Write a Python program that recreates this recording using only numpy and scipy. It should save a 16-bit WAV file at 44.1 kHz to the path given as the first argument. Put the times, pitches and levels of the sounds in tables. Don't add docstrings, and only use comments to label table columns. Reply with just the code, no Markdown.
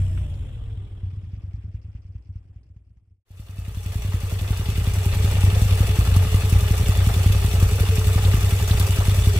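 import sys
import numpy as np
from scipy import signal
from scipy.fft import rfft, irfft, next_fast_len
from scipy.io import wavfile
from scipy.ndimage import uniform_filter1d

SR = 44100
rng = np.random.default_rng(int(sys.argv[2]) if len(sys.argv) > 2 else 0)


def file_out(sig):
    cols = np.atleast_2d(sig).T
    lim = np.clip(cols, -1, 1)
    pcm = np.round(lim * 32767).astype(np.int16)
    wavfile.write(sys.argv[1], SR, pcm)


N = 414099
TIME, HZ = np.arange(N) / SR, np.fft.rfftfreq(next_fast_len(N, real=True), 1 / SR)

# (frequency [Hz], left-right likeness [0-1])
COHERENCE = [(30, 0.76), (200, 0.6), (550, 0.86), (1100, 0.85), (2200, 0.19), (4500, 0.041), (12000, 0.085)]
# (frequency [Hz], phase lead of the left side [rad])
LEFT_LEAD = [(500, 0), (1000, -1.2), (2200, -0.83), (4500, -7.5), (12000, -13.5)]

# (time [s], rumble [dB], tyre and engine rush [dB], its treble [dB])
AWAY_LEVELS = [(0, -46, -52.5, -58), (0.77, -56, -60, -76.5), (2.57, -68.5, -77.5, -92.5),
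               (3.2, -82, -96, -102)]
# (frequency [Hz], density [dB])
RUSH_SPECTRUM = [(150, -25), (250, 1), (359, -5), (593, -16), (837, -19), (1180, -21.5), (1920, -21.5),
                 (3330, -23.5), (4470, -43), (6210, -41), (7510, -30.5), (9390, -34), (15500, -47.5)]
# (frequency [Hz], width [Hz], peak [dB])
FAR_METAL_MODES = [(1180, 140, 3.5), (2650, 460, 1.5), (3350, 270, 2.5), (5500, 1000, 8), (7960, 400, 2)]
# (time [s], engine cycle rate [Hz])
COAST_REVS = [(0, 15.8), (.2, 14.9), (.4, 13.2), (.6, 11.5), (.8, 10.3), (1, 9.4), (1.3, 9.5)]
# (order [per cycle], level [dB], fall [dB/s])
ENGINE_ORDERS = [(2, -30, 20), (3, -42, 17), (4, -21.5, 22), (6, -20, 38), (7, -41, 12), (8, -33.5, 25),
                 (10, -40.5, -10.5)]
# (time [s], level [dB])
BURBLE_LEVEL = [(0, -27.5), (.5, -29.5), (1, -34.5), (1.8, -43), (2.4, -44.5), (2.8, -50), (3.2, -57)]
# (time [s], level [dB])
POP_LEVELS = [(.72, -27), (.93, -33), (1.03, -22), (1.35, -20.5), (1.95, -24), (2.36, -27), (2.76, -35.5),
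              (3.2, -46)]
# (time [s], loss [dB])
MISFIRE_LOSS = [(1.8, -0.5), (2.25, 11)]

# (time [s], clatter [dB], its treble [dB], fins [dB], exhaust [dB])
IDLE_LEVELS = [(3.4, -61.5, -63.5, -63.5, -37.5), (3.93, -49.5, -50.5, -50.5, -26),
               (5.29, -40, -42, -40.5, -17), (9.21, -39, -38.5, -40, -17), (9.36, -39.5, -40, -39.5, -17)]
# (time [s], engine cycle rate [Hz])
IDLE_RATE = [(3.3, 10.631), (4.3, 10.989), (4.9, 10.726), (5.4, 10.66), (6.2, 11.249), (6.9, 10.867),
             (7.4, 10.662), (7.8, 11.452), (8.7, 10.728), (9.39, 10.67)]
# (time [s], depth [0-1])
LOPE_DEPTH = [(4.2, .3), (5.2, 1)]
# (frequency [Hz], density [dB])
CASE_SPECTRUM = [(310, -5.5), (520, -1), (1070, -5), (1200, -4), (1720, -7), (2630, -6), (3210, -8.5),
                 (3500, -4.5), (3980, -12.5), (14500, -14), (15600, -18.5)]
# (frequency [Hz], width [Hz], peak [dB])
METAL_MODES = [(710, 41, 4.5), (825, 28, 3.5), (1215, 79, 4), (2370, 68, -2), (2613, 17, 6),
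               (2840, 310, 4.5), (3534, 61, 3), (4226, 77, 6), (5715, 140, 6), (7920, 870, 4.5),
               (10160, 74, 2.5), (11434, 130, -1.5)]
# (phase [cycles], level [dB], brightness [dB], decay [s])
CYCLE_STRIKES = [(.02, -6, -7.5, 0.0025), (.16, 3.5, 1.5, 0.0035), (0.261, 5, -10.5, 0.022),
                 (0.699, 0.5, 5, 0.012), (.81, 4.5, -11, .011), (0.929, 3.5, 1.5, 0.0078)]
# (time [s], level [dB], centre [Hz], half-width [factor])
KNOCK_EVENTS = [(0.175, -43, 1680, 1.7), (.339, -53, 3300, 1.5), (7.803, -30, 10400, 1.7),
                (8.249, -26, 3470, 0.98), (8.71, -28, 3570, 1.06), (8.797, -22.5, 7000, 2.6)]
# (frequency [Hz], width [Hz], level [dB])
PIPE_MODES = [(78.1, 17, -9), (99.1, 9.17, -1.5), (65.3, 8.6, -8), (166, 76, -11.5)]

POP_START_S, POP_RATE_HZ = .724, 9.8
LATE_BURN_S = 0.0113


def gain_of(db):
    return 10 ** (np.asarray(db) / 20)


def unit_rms(x):
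    return x / np.sqrt(np.mean(x ** 2) + 1e-20)


def spectrum(points):
    hz, value = np.transpose(points)
    return np.interp(np.log(HZ + 1), np.log(hz + 1), value)


def curves(rows):
    s, *columns = np.transpose(rows)
    return [np.interp(TIME, s, c) for c in columns]


def at_times(points, s):
    return np.interp(s, *np.transpose(points))


def drift(hz):
    count = N // 64
    lowpass = 1 + (np.fft.rfftfreq(count, TIME[-1] / count) / hz) ** 4
    slow = irfft(rfft(rng.standard_normal(count)) / lowpass, count)
    return np.interp(TIME, np.linspace(0, TIME[-1], count), unit_rms(slow))


def clicks(s, size):
    return np.bincount(np.clip(np.round(s * SR).astype(int), 0, N - 1), size, N)


def bursts(s, size, decay_s):
    return signal.lfilter([1], [1, -np.exp(-2 / (decay_s * SR))], clicks(s, size ** 2))


def band(lo_hz, hi_hz):
    return 1 / np.sqrt((1 + (lo_hz / (HZ + 1)) ** 12) * (1 + (HZ / hi_hz) ** 12))


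def peaks_db(modes):
    return sum(db / (1 + (2 * (HZ - hz) / width_hz) ** 2) for hz, width_hz, db in modes)


def ripple(spacing_hz, depth_db):
    grid = np.arange(0, SR, spacing_hz)
    return gain_of(depth_db * np.interp(HZ, grid, rng.standard_normal(SR)[:len(grid)]))


def hiss(colour, gate=1):
    size = next_fast_len(N, real=True)
    white = rng.standard_normal((2, N), dtype=np.float32)
    left, other = rfft((white * gate).astype(np.float32), size)
    same = np.clip(spectrum(COHERENCE), 0, 1)
    right = (same * left + np.sqrt(1 - same ** 2) * other) * np.exp(-1j * spectrum(LEFT_LEAD))
    return unit_rms(irfft(np.array([left, right]) * colour, size)[:, :N])


def shimmer(x, depth_db):
    frames = signal.stft(x, nperseg=512, noverlap=384)[2]
    patches = uniform_filter1d(rng.standard_normal(frames.shape[1:]), size=3, axis=0)
    patches = unit_rms(uniform_filter1d(patches, size=8, axis=1))
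    gain = unit_rms(gain_of(depth_db * np.minimum(patches, 2)))
    return signal.istft(frames * gain, nperseg=512, noverlap=384)[1][:, :N]


def ground_echo(x, delay_s, share):
    echo = np.array([np.interp(TIME - delay_s, TIME, side) for side in x])
    return (x + share * echo) / np.sqrt(1 + share ** 2)


def road(pop_s, pop_db, lazy):
    rumble_db, rush_db, treble_db = curves(AWAY_LEVELS)
    rate_hz, = curves(COAST_REVS)
    rasp = gain_of(1.5 * np.sin(8 * np.pi * np.cumsum(rate_hz) / SR) + 1.1 * drift(70))
    colour = gain_of(spectrum(RUSH_SPECTRUM) + peaks_db(FAR_METAL_MODES))
    dulled_db = np.interp(TIME, [1.2, 2], [-4, -10])
    rush = (gain_of(rumble_db - 3) * hiss(colour * band(170, 850))
            + gain_of(rush_db - 1.5) * hiss(colour * band(580, 2870), rasp)
            + gain_of(rush_db + dulled_db) * hiss(colour * band(3000, 5000), rasp)
            + gain_of(treble_db + 2.5) * hiss(colour * band(4400, 16000), rasp))
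    tick_power = bursts(pop_s + 0.0014, gain_of(0.62 * pop_db - 49 - 10 * lazy), decay_s=0.0096)
    ticks = np.sqrt(tick_power) * hiss(band(700, 3000) + band(5600, 6800) ** 3)
    rush = shimmer(ground_echo(rush, 0.000434 / (1 + 1.07 * TIME), share=0.18), depth_db=2.5)
    return rush + ticks + gain_of(rumble_db + 8.5) * hiss(band(16, 91))


def far_chatter():
    cycle = np.arange(3, 24)
    s = np.concatenate([POP_START_S + (cycle + phase) / POP_RATE_HZ for phase, *_ in CYCLE_STRIKES])
    db = at_times(POP_LEVELS, s)[:, None] + 3.5 * rng.standard_normal((len(s), 2))
    fins = np.sqrt(bursts(s, gain_of(db[:, 0] - 50), decay_s=.016)) * hiss(band(2350, 2500))
    covers = np.sqrt(bursts(s, gain_of(db[:, 1] - 51), decay_s=.009)) * hiss(band(5500, 4600) ** 2)
    return fins + covers


def knocks():
    return sum(np.sqrt(bursts(np.array([s]), gain_of([db]), decay_s=0.0081))
               * hiss(band(hz / wide, hz * wide)) for s, db, hz, wide in KNOCK_EVENTS)


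def coasting_engine():
    rate_hz, = curves(COAST_REVS)
    cycles = np.cumsum(rate_hz * (1 + 0.0084 * drift(18))) / SR
    tones = sum(gain_of(db - fall * TIME + 2 * drift(2.5))
                * np.sin(2 * np.pi * (order * cycles + rng.random()))
                for order, db, fall in ENGINE_ORDERS)
    whine_db = -58 - 2.4 * TIME + 2 * drift(25)
    whine = gain_of(whine_db) * np.sin(2 * np.pi * (41.5 * cycles + 0.11 * drift(30)))
    return (tones + whine) * np.interp(TIME, [.95, 1.2], [1, 0])


def silencer(train, pitch, puff_s, damping, highpass_hz):
    t = np.arange(SR // 3) / SR * pitch
    ring = sum(gain_of(db) * np.exp(-np.pi * width_hz * damping * t) * np.cos(2 * np.pi * hz * t)
               for hz, width_hz, db in PIPE_MODES)
    thump = signal.fftconvolve(ring, t * np.exp(-t / puff_s))[:len(t)]
    thump = signal.sosfilt(signal.butter(2, highpass_hz, "high", fs=SR, output="sos"), thump)
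    return -signal.oaconvolve(train, thump / abs(thump).max())[:N]


def burble():
    level_db, = curves(BURBLE_LEVEL)
    stroke_s = POP_START_S + np.arange(-14, 49) / (2 * POP_RATE_HZ)
    stroke_s += .004 * rng.standard_normal(len(stroke_s))
    puffs = clicks(stroke_s, np.ones(len(stroke_s)))
    ring = silencer(puffs, pitch=0.953, puff_s=0.0015, damping=0.98, highpass_hz=22.5)
    return gain_of(level_db + 4) * ring


def pop_timing(second_s=.037, second_db=-1):
    cycle = np.arange(24)
    odd = cycle % 2
    first_s = POP_START_S + cycle / POP_RATE_HZ
    s = np.concatenate([first_s, first_s + second_s])
    loss_db = np.concatenate([odd, 1 - odd]) * at_times(MISFIRE_LOSS, s)
    lazy = np.concatenate([odd, np.ones(len(cycle))])
    jitter, strength = rng.standard_normal((len(s), 2)).T
    db = at_times(POP_LEVELS, s) - loss_db + np.repeat([0, second_db], len(cycle))
    return s + 0.0014 * jitter, db + 1.9 * strength, lazy


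def exhaust_pops(pop_s, pop_db, lazy):
    size, late_share = gain_of(pop_db), .4 * lazy
    puffs = clicks(pop_s, size * (1 - late_share)) + clicks(pop_s + LATE_BURN_S, size * late_share)
    rounded = uniform_filter1d(puffs, size=70)
    return silencer(rounded, pitch=0.96, puff_s=0.0038, damping=2.1, highpass_hz=73)


def idle_timing(start_s=3.3048, strong_late_share=.096, weak_late_share=.49):
    rate_hz, = curves(IDLE_RATE)
    cycles = np.cumsum(rate_hz) / SR
    cycles -= np.interp(start_s, TIME, cycles)
    beat = np.arange(67)
    beat_s = np.interp(beat, cycles, TIME)
    weak = (1 - beat % 2) * at_times(LOPE_DEPTH, beat_s)
    jitter, burn = rng.standard_normal((len(beat), 2)).T
    late_share = strong_late_share + (weak_late_share - strong_late_share) * weak + .11 * burn
    return beat_s - .002 * (weak - .5) + .0018 * jitter, np.clip(late_share, .02, .85)


def gear_whine(beat_s, mesh_order=38.6, db_per_hz=2.5):
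    rate_hz, = curves(IDLE_RATE)
    cycles = np.interp(TIME, beat_s, np.arange(len(beat_s)))
    speed_hz = rate_hz * (1 + .028 * np.sin(2 * np.pi * (cycles - .2)) + 0.016 * drift(13.62))
    clatter_db = curves(IDLE_LEVELS)[0]
    approach_db = clatter_db + .33 * (clatter_db - clatter_db.max())
    db = approach_db - 1.5 + db_per_hz * (rate_hz - np.median(rate_hz)) + 4.4 * drift(39)
    return gain_of(db) * np.sin(2 * np.pi * mesh_order * np.cumsum(speed_hz) / SR)


def tappets(beat_s):
    tap_s = np.concatenate([beat_s + phase / at_times(IDLE_RATE, beat_s) for phase, *_ in CYCLE_STRIKES])
    tap_s += .001 * rng.standard_normal(len(tap_s))
    t, ringing = np.arange(SR // 25) / SR, np.zeros((2, N))
    for hz, width_hz, db in METAL_MODES:
        size = gain_of(db - 0.57 * np.log2(hz / 1000)) * np.sqrt(width_hz)
        ring = size * np.exp(-np.pi * .6 * width_hz * t) * np.sin(2 * np.pi * hz * t)
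        taps = np.array([clicks(tap_s, side) for side in rng.uniform(-1.03, 1, (2, len(tap_s)))])
        ringing += signal.oaconvolve(taps, ring[None])[:, :N]
    return gain_of(curves(IDLE_LEVELS)[0] - 11) * unit_rms(ringing)


def engine_clatter(beat_s, tick_rate_hz=300):
    period_s = 1 / at_times(IDLE_RATE, beat_s)
    body_db, treble_db, fins_db, _ = curves(IDLE_LEVELS)
    clatter = gain_of(body_db + 4) * hiss(band(24, 94) / np.sqrt(HZ + 20))
    colour = gain_of(spectrum(CASE_SPECTRUM) + peaks_db(METAL_MODES)) * ripple(45, depth_db=2)
    jitter_s = 0.0025 * rng.standard_normal((len(CYCLE_STRIKES), len(beat_s)))
    crankcase = (202, 1980, body_db + 1.34, 0.12)
    fins = (1940, 4850, fins_db + 2.5, 0.64)
    covers = (4600, 17800, treble_db + 2.5, 0.8)
    for lo_hz, hi_hz, level_db, bright_share in (crankcase, fins, covers):
        ticks = (rng.random(N) < tick_rate_hz / SR) * gain_of(rng.uniform(-6, 0, N))
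        power = bursts(TIME, ticks, decay_s=0.0054) + .5
        for (phase, db, bright_db, decay_s), late_s in zip(CYCLE_STRIKES, jitter_s):
            size = gain_of(db + bright_share * bright_db + rng.uniform(-6.5, 5.3, len(beat_s)))
            power += bursts(beat_s + phase * period_s + late_s, size, decay_s)
        gate = np.sqrt(abs(uniform_filter1d(power, size=90)))
        clatter += gain_of(level_db) * hiss(colour * band(lo_hz, hi_hz), gate)
    return ground_echo(clatter, np.interp(TIME, [3.3, 9.39], [.0016, .0032]), share=0.056)


def idle_exhaust(beat_s, late_share, second_phase=0.3935, late_loss_db=3.5):
    exhaust_db = np.interp(beat_s, TIME, curves(IDLE_LEVELS)[3])
    charge = gain_of(exhaust_db + 10 - late_loss_db * (late_share - late_share.mean()))
    period_s = 1 / at_times(IDLE_RATE, beat_s)
    second_jitter, second_force, push_jitter, push_force = rng.standard_normal((len(beat_s), 4)).T
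    first = charge * (1 - late_share)
    sharp = first * (1 - 0.69 * late_share)
    second_s = beat_s + second_phase * period_s + 0.012 * late_share + 0.0033 * second_jitter
    soft = (clicks(beat_s, first - sharp)
            + clicks(beat_s + LATE_BURN_S, charge * late_share)
            + clicks(second_s, charge * gain_of(-8.5 + 5 * np.minimum(second_force, 1)))
            + clicks(beat_s + .068 + 0.0019 * push_jitter, charge * gain_of(-12.5 + 2 * push_force)))
    sharp_puffs = clicks(beat_s, sharp) * gain_of(1)
    soft_puffs = uniform_filter1d(soft, size=90) * gain_of(2.5)
    thumps = (silencer(sharp_puffs, pitch=0.944, puff_s=0.00094, damping=0.87, highpass_hz=21)
              + silencer(soft_puffs, pitch=0.94, puff_s=0.0012, damping=0.87, highpass_hz=17.5))
    gas_power = bursts(beat_s + 0.0023, sharp * gain_of(-24), decay_s=0.0074)
    gas_colour = gain_of(spectrum(CASE_SPECTRUM)) * band(1800, 20000) * np.sqrt(HZ)
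    return thumps + np.sqrt(gas_power) * hiss(gas_colour)


def scene():
    fade_out = np.interp(TIME, [3.12, 3.24], [1, 0])
    fade_in = np.interp(TIME, [3.25, 3.4], [0, 1])
    pops = pop_timing()
    beat_s, late_share = idle_timing()
    engine = shimmer(engine_clatter(beat_s) + tappets(beat_s), depth_db=2) + gear_whine(beat_s)
    ride = coasting_engine() + burble() + exhaust_pops(*pops) + road(*pops) + far_chatter()
    return fade_out * ride + knocks() + fade_in * (engine + idle_exhaust(beat_s, late_share))


def record(dry):
    lowpass = signal.firwin(511, 15750, window=("kaiser", 9), fs=SR)
    return signal.oaconvolve(dry * gain_of([[.2], [-.2]]), lowpass[None], "same")


dry = scene()
out = record(dry)
file_out(out)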